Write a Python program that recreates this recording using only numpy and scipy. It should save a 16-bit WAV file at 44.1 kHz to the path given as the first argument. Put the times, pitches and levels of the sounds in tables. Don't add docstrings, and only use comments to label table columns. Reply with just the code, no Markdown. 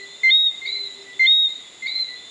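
import sys
import numpy as np
from scipy import signal
from scipy.fft import rfft, irfft
from scipy.io import wavfile
from scipy.ndimage import uniform_filter1d

SR = 44100
rng = np.random.default_rng(int(sys.argv[2]) if len(sys.argv) > 2 else 0)


def digitize_waveform(pressure):
    field = np.atleast_2d(pressure).T
    bounded = np.clip(field, -1, 1)
    quanta = np.round(bounded * 32767).astype(np.int16)
    wavfile.write(sys.argv[1], SR, quanta)


def magnitude_from_level(level_db):
    exponent = np.asarray(level_db, float) / 20
    return 10 ** exponent


N = 101429
T = np.arange(N + SR // 2) / SR - .5


def drift(rate):
    r = np.exp(-2 * np.pi * rate / SR)
    slow = signal.lfilter([1], [1, -2 * r, r * r], rng.standard_normal(len(T) + SR))[SR:]
    return slow / slow.std()


def rms_one(x):
    return x / np.sqrt(np.mean(x ** 2))


def unit_energy(x):
    return x / np.sqrt(np.sum(x ** 2))


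def resonate(x, hz, width_hz):
    r = np.exp(-np.pi * width_hz / SR)
    return signal.lfilter([1, 0, -1], [1, -2 * r * np.cos(2 * np.pi * hz / SR), r * r], x)


def gate(t, length, attack, release):
    rise = 1 - np.exp(-np.maximum(t, 0) / attack)
    return rise * np.exp(-np.maximum(t - length, 0) / release)


def tone_at(hz):
    return np.sin(2 * np.pi * np.cumsum(hz) / SR)


def night_air():
    # f/Hz, level/dB per Hz
    air = [(15, -50), (25, -22.5), (381, -6), (1710, -13), (2040, -9), (3960, -9), (5650, -19.5),
           (7290, -17.5), (11000, -28), (14200, -78.5), (22000, -120)]
    hz, db = np.transpose(air)
    f = np.maximum(np.fft.rfftfreq(len(T), 1 / SR), 1)
    tilt = magnitude_from_level(np.interp(np.log(f), np.log(hz), db))
    hush = irfft(rfft(rng.standard_normal(len(T))) * tilt, len(T))
    return magnitude_from_level(-49.5) * rms_one(hush)


def distant_chorus():
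    # f/Hz, width/Hz, level/dB
    chorus = [
        (2039, 78, -55.5),
        (3610, 360, -52.5),
        (3870, 180, -54),
        (266, 59, -67.5),
    ]
    out = 0
    for centre_hz, width_hz, level_db in chorus:
        band = resonate(rng.standard_normal(len(T)), centre_hz, width_hz)
        band = resonate(band, centre_hz, width_hz)
        out = out + magnitude_from_level(level_db + 1.8 * drift(12)) * rms_one(band)
    return out


def motor():
    # t/s, f/Hz, level/dB
    hum = [(0.0, 395.2, -47.5), (0.154, 399.3, -58.5), (0.178, 396.7, -73), (0.218, 417, -54.5),
           (0.614, 419, -67.5), (0.628, 406.5, -57), (0.846, 396.4, -48), (0.94, 398.4, -59),
           (1.002, 396, -46), (1.144, 393.6, -63), (1.172, 394, -50.5), (1.332, 387.3, -68.5),
           (1.546, 415.2, -71), (1.6, 397, -62.5)]
    fade_s = 0.033
    s, hz, db = np.transpose(hum)
    fade = np.exp(-np.maximum(T - s[-1], 0) / fade_s)
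    return np.sqrt(2) * magnitude_from_level(np.interp(T, s, db)) * fade * tone_at(np.interp(T, s, hz))


def insects():
    # strokes/per s, sweep from f/Hz, sweep to f/Hz, level/dB
    buzzers = [
        (134.4, 7550, 6670, -55.5),
        (128.7, 6900, 7510, -61),
        (134.6, 7350, 6320, -60.5),
    ]
    stroke_s, echo_s, echo_db = 0.005, .006, 1.5
    jitter, throb_db = .0007, 1.8
    t = np.arange(SR // 10) / SR
    share = np.minimum(t / stroke_s, 1)
    out = 0
    for rate, from_hz, to_hz, db in buzzers:
        wingbeat = np.cumsum(rate * (1 + jitter * drift(1.5))) / SR
        strokes = np.diff(np.floor(wingbeat), prepend=0)
        sweep = np.sin(np.pi * share) * tone_at(from_hz + (to_hz - from_hz) * share)
        leaves = np.exp(-t / echo_s) * rng.standard_normal(len(t))
        leaves = (t == 0) + magnitude_from_level(echo_db) * unit_energy(leaves)
        buzz = signal.fftconvolve(strokes, signal.fftconvolve(sweep, leaves))[:len(T)]
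        out = out + magnitude_from_level(db + throb_db * drift(3)) * rms_one(buzz)
    return out


def cricket():
    # t/s, peak level/dB
    chirps = [(0.0623, -64), (0.196, -56), (0.9817, -59), (1.0161, -54), (1.0969, -60.5), (1.7634, -72)]
    chirp_hz, chirp_s = 5290, .018
    envelope = sum(magnitude_from_level(db) * gate(T - s, chirp_s, .002, 0.004) for s, db in chirps)
    return envelope * np.sin(2 * np.pi * chirp_hz * T)


def whistle(row, low_s, high_db, rise_hz, break_db, octave_db, half_db, slow, sag):
    # multiple, level/dB
    overtones = [(2, -18.5), (3, -34.5), (4, -48.5), (5, -52)]
    start, low_hz, high_hz, high_s, db = row
    t = T - start
    u = np.maximum(t - low_s, 0)
    phase = 2 * np.pi * np.cumsum(low_hz + rise_hz * (1 - np.exp(-u / 0.0059))) / SR

    ending = np.exp(np.minimum(t - low_s + 0.0045, 0) / .007)
    tone = np.sin(phase)
    tone = tone + magnitude_from_level(-10.5 * ending) * sum(magnitude_from_level(d) * np.sin(k * phase) for k, d in overtones)
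    half_line = gate(t, low_s - .004, .001, 0.00067) * np.sin(phase * 3 / 2)
    tone = tone + magnitude_from_level(half_db) * ending * half_line
    swell_db, swell_s = -4, 0.019
    swell = magnitude_from_level(swell_db * np.exp(-np.maximum(t, 0) / swell_s))
    low = swell * gate(t, low_s, .0018, 0.0027) * tone

    crack = magnitude_from_level(break_db) * np.sin(phase) + magnitude_from_level(octave_db) * np.sin(2 * phase)
    crack = crack * gate(t - low_s + 0.0062, 0.012, 0.0057, 0.0019)

    v = np.maximum(u - .00004 * max(rise_hz - 100, 0), 0)
    droop = np.clip((v - high_s) / .04 + 1, 0, 1)
    shortfall = .12 * np.exp(-v / .0055) + slow * np.exp(-v / .03) + sag * droop
    high = magnitude_from_level(high_db - 6 * droop) * gate(v, high_s, 0.0089, .008) * tone_at(high_hz * (1 - shortfall))
    return magnitude_from_level(db) * (low + crack + high)


def garden(x, wet_db, t60, wall_s, wall_db):
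    early_db, early_s, wall_spread_s, wall_cut_hz = -5.5, .03, 0.023, 1160
    t = np.arange(SR) / SR
    early = 1 + magnitude_from_level(early_db) * np.exp(-t / early_s)
    shape = magnitude_from_level(-60 * t / t60) * early * np.minimum(t / 0.0015, 1)
    wall = np.exp(-((t - wall_s) / wall_spread_s) ** 2) * rng.standard_normal(SR)
    wall = signal.sosfilt(signal.butter(2, wall_cut_hz, fs=SR, output="sos"), wall)
    echo = unit_energy(shape) * rng.standard_normal(SR) + magnitude_from_level(wall_db) * unit_energy(wall)
    return magnitude_from_level(wet_db) * signal.fftconvolve(x, echo)[:len(x)]


def far_frogs():
    # t/s, low f/Hz, high f/Hz, high note length/s, level/dB; the row at -0.08 s, at the neighbour's
    far_calls = [(-.03, 1985, 3585, 0.23, -47), (.37, 1958, 3550, 0.16, -51), (.85, 1992, 3643, 0.17, -58),
                 (1.048, 1975, 3580, 0.18, -47), (1.37, 2110, 4130, .14, -55),
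                 (-.08, 2035, 4138, 0.16, -53.5), (1.51, 1958, 3456, 0.41, -53),
                 (2.07, 1987, 3562, 0.36, -47.5)]
    far = sum(whistle(call, low_s=.078, high_db=1.9, rise_hz=66, break_db=-13, octave_db=-22.5,
                      half_db=-26.5, slow=.035, sag=.01) for call in far_calls)
    return far + garden(far, wet_db=5, t60=0.6, wall_s=.2, wall_db=-15)


def neighbour_frog():
    # t/s, low f/Hz, high f/Hz, high note length/s, level/dB
    answers = [
        (-.4, 2070, 4123, 0.24, -35.5),
        (0.615, 2096, 4075, 0.18, -29),
        (1.822, 2086, 4106, .185, -29),
    ]
    # t/s, level/dB
    direct_curve = [(0, 11), (.66, 0.5), (.78, -2.8), (.9, -9), (1.86, 5), (1.948, -8), (1.956, 8), (2.03, 8),
                    (2.05, -2)]
    voice = sum(whistle(call, low_s=.043, high_db=3.8, rise_hz=260, break_db=3.0, octave_db=-2.5,
                        half_db=-27.5, slow=.068, sag=.05) for call in answers)
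    direct = voice * magnitude_from_level(np.interp(T, *np.transpose(direct_curve)))
    return direct + garden(voice, wet_db=2.4, t60=0.63, wall_s=.10, wall_db=-20)


def near_frog():
    # t/s, low f/Hz, high f/Hz, high note length/s, level/dB
    near_calls = [
        (0.233, 2086, 3777, 0.19, -10),
        (1.1938, 2089, 3768, 0.21, -10),
    ]
    near = sum(whistle(call, low_s=.069, high_db=2.5, rise_hz=100, break_db=-15, octave_db=-9,
                       half_db=-11.5, slow=.04, sag=.027) for call in near_calls)
    return near + garden(near, wet_db=-11, t60=0.51, wall_s=.255, wall_db=-20)


def scene():
    background = night_air() + distant_chorus() + motor() + insects() + cricket()
    frogs = far_frogs() + neighbour_frog() + near_frog()
    return (background + frogs)[None, -N:]


def band_limit(x):
    return signal.sosfilt(signal.butter(12, 11110, fs=SR, output="sos"), x)


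def record(dry):
    from_db, share, attack_s, release_db_per_s = -20, 0.66, 0.16, 152.5
    t = np.arange(N) / SR
    level = 10 * np.log10(uniform_filter1d(dry[0] ** 2, size=256) + 1e-12)
    over = share * np.maximum(level - from_db, 0)
    recovery = release_db_per_s * t
    held = np.maximum.accumulate(over + recovery) - recovery
    r = np.exp(-1 / (attack_s * SR))
    eased = signal.lfilter([1 - r], [1, -r], held)
    mix = dry * magnitude_from_level(-np.minimum(held, eased))
    return band_limit(mix)


dry = scene()
out = record(dry)
digitize_waveform(out)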